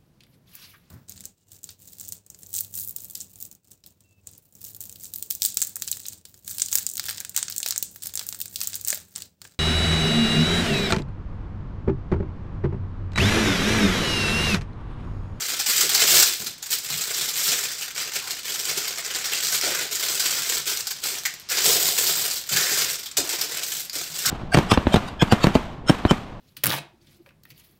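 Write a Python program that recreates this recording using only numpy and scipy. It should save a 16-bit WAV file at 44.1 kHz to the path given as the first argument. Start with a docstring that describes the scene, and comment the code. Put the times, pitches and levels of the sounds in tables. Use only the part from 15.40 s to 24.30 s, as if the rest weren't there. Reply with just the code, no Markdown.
"""Two hands fold and press aluminium foil around food on a steel kitchen counter, close by.
From the start, squeezes make tiny facets buckle in clumps over a faint hush, with lesser snaps at random.
Creases soon give way in bursts of small buckles, loudest in the first second and again in the second half.
From 0.4 s the palm pats the parcel, thudding into the ringing counter; from 2.8 s it also rubs the foil.
From 3.9 s a few chosen sharp snaps join in. The small kitchen briefly echoes every foil and hand sound."""
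import sys
import numpy as np
from scipy import signal
from scipy.fft import rfft, irfft, next_fast_len
from scipy.io import wavfile
from scipy.ndimage import uniform_filter1d

SR = 44100
rng = np.random.default_rng(int(sys.argv[2]) if len(sys.argv) > 2 else 0)


def generate_wav(sig):
    """Save sig (samples, or channels by samples) to the path in sys.argv[1] as 16-bit PCM at SR."""
    pcm = np.round(np.clip(np.atleast_2d(sig).T, -1, 1) * 32767).astype(np.int16)
    wavfile.write(sys.argv[1], SR, pcm)


N = 392490
TIME = np.arange(N) / SR

# Levels in the tables are relative: each sound function also applies its own overall gain.
# Faint noise of the still room: (frequency [Hz], level [dB])
HUSH_COLOUR = [(25, 13), (60, 8), (150, 8), (400, 0.5), (1500, 2.5), (6000, 4), (10000, -11), (16000, -30)]
# Squeezes and strokes of the hands: (time [s], length [s], force [dB], change of force by the end [dB],
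# pressing on the parcel [dB], fineness [dB]: low = broad folds, high = small wrinkles)
SQUEEZES = [(-.039, .25, -27.5, 1, -19, -2), (.258, .17, -23.5, 2, -22, -1), (.485, .14, -27, 6, -16, -3.5),
            (.653, .14, -21, 3, -17.5, 0), (.838, 0.23, -24.5, -7.5, -20.5, 0.5),
            (1.286, 0.065, -25.5, -0.5, -22, 1.5), (1.404, 0.45, -30, 5, -18.5, -1.5),
            (1.918, .15, -27.5, 6.5, -20.5, 0), (2.076, .24, -25.5, -2, -17.5, -2.5),
            (2.378, .13, -28.5, -6, -19, -2.5), (2.549, .15, -26, -6, -15, -5.5),
            (2.728, 0.33, -30, -3.5, -17, -3.5), (3.03, 0.29, -33.5, 6, -16.5, -1.5),
            (3.236, .33, -31, 2, -14, -4), (3.615, .36, -30, 3, -15, -5), (4.007, .15, -28.5, 5, -20, -1),
            (4.198, .22, -25.5, -0.5, -11.5, -4.5), (4.497, .36, -27, 2.5, -17, -1.5),
            (4.882, .28, -27, 2.5, -18, -2), (5.249, 0.33, -24.5, -10.5, -16.5, -2),
            (5.607, .32, -25.5, -10, -15, -1.5), (6.081, .15, -25, -1, -15, -3),
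            (6.23, 0.32, -20, -7, -14.5, 1.5), (6.557, .43, -22, -7.5, -17, .5),
            (7.092, .33, -23, 0, -15, -1.5), (7.473, .06, -24.5, -5, -20, -1.5),
            (7.76, 0.026, -22.5, -1.5, -11, -2), (7.867, .31, -29.5, 1.5, -11.5, -2),
            (8.244, .16, -28, -4, -19.5, 2.5), (8.517, 0.27, -26, -6, -16.5, -1.5),
            (8.778, 0.11, -29, 3, -18, -2)]
# Colour of the foil's crackle: (frequency [Hz], level [dB])
FOIL_COLOUR = [(470, -45.5), (800, -5), (883, -14), (1400, -6.5), (1840, -6), (2730, -4.5), (4770, 0.5),
               (6510, -1.5), (7740, 1.5), (9920, -11), (14200, -3), (15500, -7.5)]
# Colour of the parcel and counter under the foil: (frequency [Hz], level [dB])
PARCEL_COLOUR = [(30, -14), (60, -37), (100, -10), (130, -17), (155, 0), (185, -18.5), (270, -9),
                 (420, 3.5), (630, -3), (725, 2.5), (850, -4), (1100, 4)]
# The sharpest single facets snapping through: (time [s], level [dB], pitch [Hz])
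SNAPS = [(3.9344, -11, 2750), (4.007, -17, 7620), (4.212, -11.5, 5350), (5.3727, -14, 6050),
         (5.4068, -16, 5160), (5.47, -15.5, 5060), (7.714, -24, 7560), (8.4968, -19, 5030)]
# Large creases giving way: (time [s], level [dB], pitch of the largest facet [Hz])
CREASES = [(0.197, -7, 5000), (0.26, -6, 5270), (0.407, -1, 6700), (0.492, -4, 8200), (0.544, 0.5, 4300),
           (0.6, -4, 7600), (0.6904, -9, 5300), (0.767, -6, 7520), (0.796, 1.5, 7600), (0.822, 2.5, 7600),
           (1.062, -11.5, 4200), (1.225, -15, 6940), (1.259, -16.5, 7700), (1.318, -8, 4930),
           (1.501, -11, 4120), (1.609, -9.5, 7630), (1.885, -10, 5450), (2.417, -13.5, 2750),
           (2.612, -13, 4850), (2.734, -13.5, 6500), (2.755, -10.5, 2470), (2.904, -11.0, 4160),
           (3.079, -15.0, 2600), (3.138, -13.5, 6060), (3.19, -12, 5500), (3.293, -14, 2200),
           (3.372, -9, 4770), (3.4752, -11, 4940), (3.579, -16.5, 2110), (3.854, -10, 5540),
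           (4.346, -11.5, 1500), (4.795, -5.5, 4500), (5.272, -11.5, 3180), (5.47, -12.5, 5030),
           (5.505, -10.5, 4930), (5.852, -6, 1900), (6.097, -12, 5340), (6.255, -5, 8200),
           (6.9085, -10.0, 4660), (7.089, -10.5, 7300), (7.124, -6.5, 4600), (7.163, -9.5, 1740),
           (7.63, -19.5, 4860), (7.657, -16.5, 3460), (7.769, -1.5, 7130), (7.89, -8.5, 8000),
           (8.01, -6.5, 5200), (8.231, -10.5, 6900), (8.317, -10.5, 7860), (8.786, -12.5, 5615),
           (8.856, -2.5, 5100)]
# The hand landing on the parcel: (time [s], level [dB], length of the push [s], pitch of the hollow [Hz])
PATS = [(.429, -27, 0.03, 424), (.719, -22, 0.011, 438), (.993, -32, 0.023, 200),
        (1.062, -31.5, 0.015, 216), (1.501, -31, 0.014, 160), (2.755, -31, 0.01, 432),
        (3.367, -28.5, .0054, 420), (4.234, -21, 0.0043, 720), (4.267, -21, .007, 600),
        (6.256, -22, .012, 430), (6.352, -22.5, 0.018, 424), (7.113, -23.5, 0.0048, 140),
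        (7.312, -27.5, 0.01, 406), (7.783, -20.5, .013, 340), (8.555, -26.5, 0.0097, 322),
        (8.697, -39, 0.0071, 158), (8.852, -26, .016, 143)]
# Ringing of the counter: (frequency [Hz], level [dB], time to fade by 60 dB [s])
COUNTER_MODES = [(112, -20, 0.091), (157.7, 8, 0.29), (308, -4, 0.55), (427, 4, 0.12), (769, 10.5, 0.053)]
# The palm sliding over the foil: (time [s], length [s], level [dB], resonance of the air pocket [Hz])
RUBS = [(2.81, 0.077, -46.5, 1000), (4.225, 0.18, -44, 1420), (6.1, 0.082, -37, 1850),
        (7.118, 0.3, -37.5, 1630), (8.844, 0.064, -32, 1390)]
# How long the kitchen rings: (frequency [Hz], time to fade by 60 dB [s])
KITCHEN_FADE = [(200, 0.32), (530, 0.26), (1400, 0.3), (4000, 0.39), (10000, 0.18), (16000, 0.12)]


def amp(db):
    """Turns decibels into a gain."""
    return 10 ** (np.asarray(db) / 20)


def evened(x):
    """Scales a signal to an rms (average strength) of 1."""
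    return x / np.sqrt(np.mean(x ** 2) + 1e-20)


def read(points, hz):
    """Reads a table between its points, on a log-frequency axis."""
    f, value = np.transpose(points)
    return np.interp(np.log(hz + 1), np.log(f), value)


def add(mix, s, sound):
    """Lays a sound into the mix at time s."""
    part = mix[max(round(s * SR), 0):][:len(sound)]
    part += sound[:len(part)]


def colour(x, points, size=4096):
    """Filters to the given spectrum without sounding early, so that clicks keep their sharp fronts."""
    log_gain = np.log(amp(read(points, abs(np.fft.fftfreq(size, 1 / SR)))))
    # this turns the wanted loudness curve into a minimum-phase filter
    taps = np.fft.ifft(np.exp(np.conj(signal.hilbert(log_gain)))).real
    return signal.oaconvolve(x, taps[:size // 2])[:len(x)]


def split(x, edges_hz, order=8):
    """Cuts a sound into adjoining bands, each at rms 1."""
    size = next_fast_len(N)
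    spectrum, hz = rfft(x, size), np.fft.rfftfreq(size, 1 / SR)
    lowpasses = [1 / (1 + (hz / edge) ** order) for edge in edges_hz]
    below = [0 * hz] + lowpasses + [0 * hz + 1]
    return [evened(irfft(spectrum * band, size)[:N]) for band in np.diff(below, axis=0)]


def resonate(x, hz, q):
    """One broad resonance, as strong as the sound that drives it."""
    y = signal.lfilter(*signal.iirpeak(hz, q, SR), x)
    return y * np.linalg.norm(x) / np.linalg.norm(y)


def reshaped(x, patchy_db):
    """The sheet changes shape as it crumples, so its resonances keep shifting."""
    z = signal.stft(x, nperseg=256)[2]
    patches = uniform_filter1d(rng.standard_normal(z.shape), size=9, axis=0)  # smooth over pitch
    patches = uniform_filter1d(patches, size=5, axis=1)  # smooth over time
    return signal.istft(z * amp(patchy_db * evened(patches)), nperseg=256)[1][:len(x)]


def buckles(per_s, spread_db, ring_s, count=200, size=512):
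    """A stream of facets snapping through, mostly small, each with its own brief jumble of tones."""
    fade = np.exp(-np.arange(size) / SR / ring_s)
    spectra = rfft(rng.standard_normal((count, size)) * fade, axis=1)
    # together the facets favour no pitch
    facets = irfft(spectra / np.sqrt(np.mean(abs(spectra) ** 2, 0)), axis=1)
    chance, strength = rng.random(N), rng.exponential(1, N)
    which, sign = rng.integers(0, count, N), rng.choice([-1, 1], N)
    out = np.zeros(N + size)
    for i in np.flatnonzero(chance < per_s / SR):
        out[i:i + size] += sign[i] * amp(spread_db * min(strength[i], 3)) * facets[which[i]]
    return evened(out[:N])


def hush():
    """The still room is steady noise, shaped to its own colour."""
    return amp(-49.5) * evened(colour(rng.standard_normal(N), HUSH_COLOUR))


def hands(attack_s=0.029, release_db_per_s=104.5):
    """Squeezes build, hold and let go; gives crush, pressing and fineness in dB, led by the strongest."""
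    t = np.arange(0, N / SR + .002, .002)
    power = amp(-47) ** 2 + 0 * t  # foil at rest under the fingers
    press, fine = -30 * power, 0 * t  # pressing and fineness are summed weighted by power
    for s, length_s, force_db, change_db, press_db, fine_db in SQUEEZES:
        age = np.maximum(t - s, 0)
        closing = np.minimum(age / attack_s, 1)
        held_db = force_db + change_db * np.minimum(age / length_s, 1)
        release_db = release_db_per_s * np.maximum(age - length_s, 0)
        squeeze = (closing * amp(held_db - release_db)) ** 2
        power = power + squeeze
        press = press + press_db * squeeze
        fine = fine + fine_db * squeeze
    curves = (10 * np.log10(power), press / power, fine / power)
    return [np.interp(TIME, t, curve) for curve in curves]


def clumps(per_s, fade_s, steady):
    """One buckle sets off its neighbours: activity jumps, then fades."""
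    kicks = (rng.random(N) < per_s / SR) * rng.uniform(0.45, 1, N) ** 2 / per_s
    power = signal.lfilter([1], [1, -np.exp(-1 / (SR * fade_s))], kicks)
    return np.sqrt(abs(steady) + power / power.mean())


def crinkle(crush_db, press_db, fine_db):
    """Running crackle: pressing sounds the parcel, broad folds clatter low, fine wrinkles fizz."""
    fold_db, wrinkle_db = -10.5 - fine_db, -1.5 + fine_db  # relative to the middle facets
    pace = amp(0.6 * (crush_db + 28))  # harder crushing buckles more facets a second, and more evenly
    activity = clumps(per_s=105 * pace, fade_s=0.0049, steady=0.36 * pace ** 2)
    stream = buckles(per_s=2800 * pace, spread_db=2.5, ring_s=0.0004) * activity
    stream = reshaped(stream, patchy_db=1.5)
    _, folds, facets, wrinkles = split(colour(stream, FOIL_COLOUR), [1000, 2800, 9000])
    counter, parcel, _ = split(colour(stream, PARCEL_COLOUR), [280, 1000])
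    # the counter follows the pressing only weakly
    body = amp(press_db) * parcel + amp(0.2 * press_db - 22.5) * counter
    sheet = amp(fold_db) * folds + facets + amp(wrinkle_db) * wrinkles
    return amp(crush_db - 4.5) * (body + sheet)


def strays(crush_db, per_s=8, level_db=3, spread_db=2, pitch_hz=(2720, 7600)):
    """Lesser snaps at random moments, louder the harder the foil is crushed: rows like SNAPS."""
    rows = []
    for when, size, pitch in rng.random((int(per_s * N / SR), 3)):
        db = crush_db[int(when * N)] + level_db + spread_db * (2 * size - 1)
        rows.append((when * N / SR, db, np.interp(pitch, [0, 1], pitch_hz)))
    return rows


def snaps(crush_db, ring_s=0.0025, facet_db=-3.5, facet_q=9.1, trim_db=-6.5):
    """A lone facet flips: one sharp click with a moment of ring."""
    t, out = np.arange(SR // 40) / SR, np.zeros(N)
    for s, db, hz in SNAPS + strays(crush_db):
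        click = colour(rng.standard_normal(len(t)) * np.exp(-t / ring_s), FOIL_COLOUR)
        click = click + amp(facet_db) * resonate(click, hz, facet_q)
        strength = np.sqrt(np.sum(click ** 2) / (SR * ring_s))
        add(out, s, amp(db + trim_db) * click / strength)
    return out


def creases(rise_s=0.0025, dying_s=0.011, facet_q=6.4, trim_db=-10.0):
    """A crease gives way: an avalanche of small buckles builds and dies, tinted by its largest facet."""
    avalanche = reshaped(buckles(per_s=5000, spread_db=1.5, ring_s=0.00037), patchy_db=0.5)
    avalanche = evened(colour(avalanche, FOIL_COLOUR))
    t, out = np.arange(SR // 6) / SR, np.zeros(N)
    swell = np.exp(-t / dying_s) * (1 - np.exp(-t / rise_s))
    for s, db, hz in CREASES:
        at = rng.integers(N - len(t))
        burst = avalanche[at:at + len(t)] * swell
        burst *= np.linalg.norm(swell) / np.linalg.norm(burst)  # the burst holds a set amount of energy
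        ring_db = -10 + 5 * np.log2(5000 / hz)  # broad, low facets ring out more: 5 dB an octave
        add(out, s, amp(db + trim_db) * (burst + amp(ring_db) * resonate(burst, hz, facet_q)))
    return out


def pats(trim_db=-12.0, ring_db=-18.5, hollow_q=2.7, flat_share=0.46):
    """The palm's soft, uneven push thuds in the hollow of the parcel and rings the counter."""
    t, out = np.arange(SR // 2) / SR, np.zeros(N)
    ring = sum(amp(db - 60 * t / t60) * np.sin(2 * np.pi * hz * t) for hz, db, t60 in COUNTER_MODES)
    ring = ring / np.linalg.norm(ring)
    flesh = signal.butter(3, [75, 800], "band", fs=SR, output="sos")
    for s, db, push_s, hz in PATS:
        u = t / push_s
        push = signal.sosfilt(flesh, rng.standard_normal(len(t)) * np.sqrt(u) * np.exp(-u))
        blow = resonate(push, hz, hollow_q) + flat_share * push
        thud = blow + amp(ring_db) * signal.fftconvolve(blow, ring)[:len(t)]
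        peak = np.sqrt(uniform_filter1d(thud ** 2, size=800).max())  # strength of the loudest 18 ms
        add(out, s, amp(db + trim_db) * thud / peak)
    return out


def rubs(rise_s=0.011, fall_s=0.015, pocket_q=4.1, scrape_db=3.0):
    """A sliding palm flips facets in a dense, even stream that excites the air pocket under the foil."""
    scrape = colour(buckles(per_s=7000, spread_db=6, ring_s=0.0004), FOIL_COLOUR)
    out = np.zeros(N)
    for s, length_s, db, hz in RUBS:
        t = np.arange(0, length_s + 5 * fall_s, 1 / SR)
        drive = evened(scrape[rng.integers(N - len(t)):][:len(t)])
        pocket = resonate(resonate(drive, hz, pocket_q / 2), hz, pocket_q / 2)
        slide = np.minimum(t / rise_s, 1) * np.exp(-np.maximum(t - length_s, 0) / fall_s)
        add(out, s, amp(db) * slide * (pocket + amp(scrape_db) * drive))
    return out


def echoes(near_db=-5.0, near_s=0.0068, tail_db=-8.0):
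    """Quick reflections off counter and hands, then the short tail of a hard little room."""
    t = np.arange(SR // 3) / SR
    taps = rng.choice([-1., 1.], len(t)) * (rng.random(len(t)) < 4000 / SR)  # about 4000 echoes a second
    near = taps * (t > .001) * np.exp(-t / near_s)
    hz, at, z = signal.stft(rng.standard_normal(len(t)) * (t > .008), SR, nperseg=256)
    fade = amp(-60 * at / read(KITCHEN_FADE, hz)[:, None])  # each pitch fades at its own rate
    tail = signal.istft(z * fade, SR, nperseg=256)[1][:len(t)]
    return amp(near_db) * near / np.linalg.norm(near) + amp(tail_db) * tail / np.linalg.norm(tail)


def kitchen(x, count=12, size=400):
    """Buckles come from all over the sheet, and each spot has its own echoes."""
    spot = np.repeat(rng.integers(0, count, N // size + 1), size)[:N]  # a random spot every 9 ms
    out = x
    for k in range(count):
        share = np.sqrt(abs(uniform_filter1d(1. 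* (spot == k), size=128)))  # spots blend at their edges
        out = out + signal.oaconvolve(x * share, echoes())[:N]
    return out


def scene():
    """Crackle, snaps, creases, pats and rubs in the kitchen, over its faint hush."""
    crush_db, press_db, fine_db = hands()
    foil = crinkle(crush_db, press_db, fine_db) + snaps(crush_db) + creases() + rubs()
    return (kitchen(foil + pats()) + hush())[None]


def record(dry):
    """The small microphone loses deep bass and rounds off the highest peaks; then the top is cut."""
    bass_cut = signal.butter(2, 55, "high", fs=SR, output="sos")
    heard = np.tanh(signal.sosfilt(bass_cut, dry))
    top_cut = signal.firwin(511, 15750, window=("kaiser", 9), fs=SR)  # cutoff in Hz
    return signal.oaconvolve(heard, top_cut[None], "same")


dry = scene()
out = record(dry)
generate_wav(out)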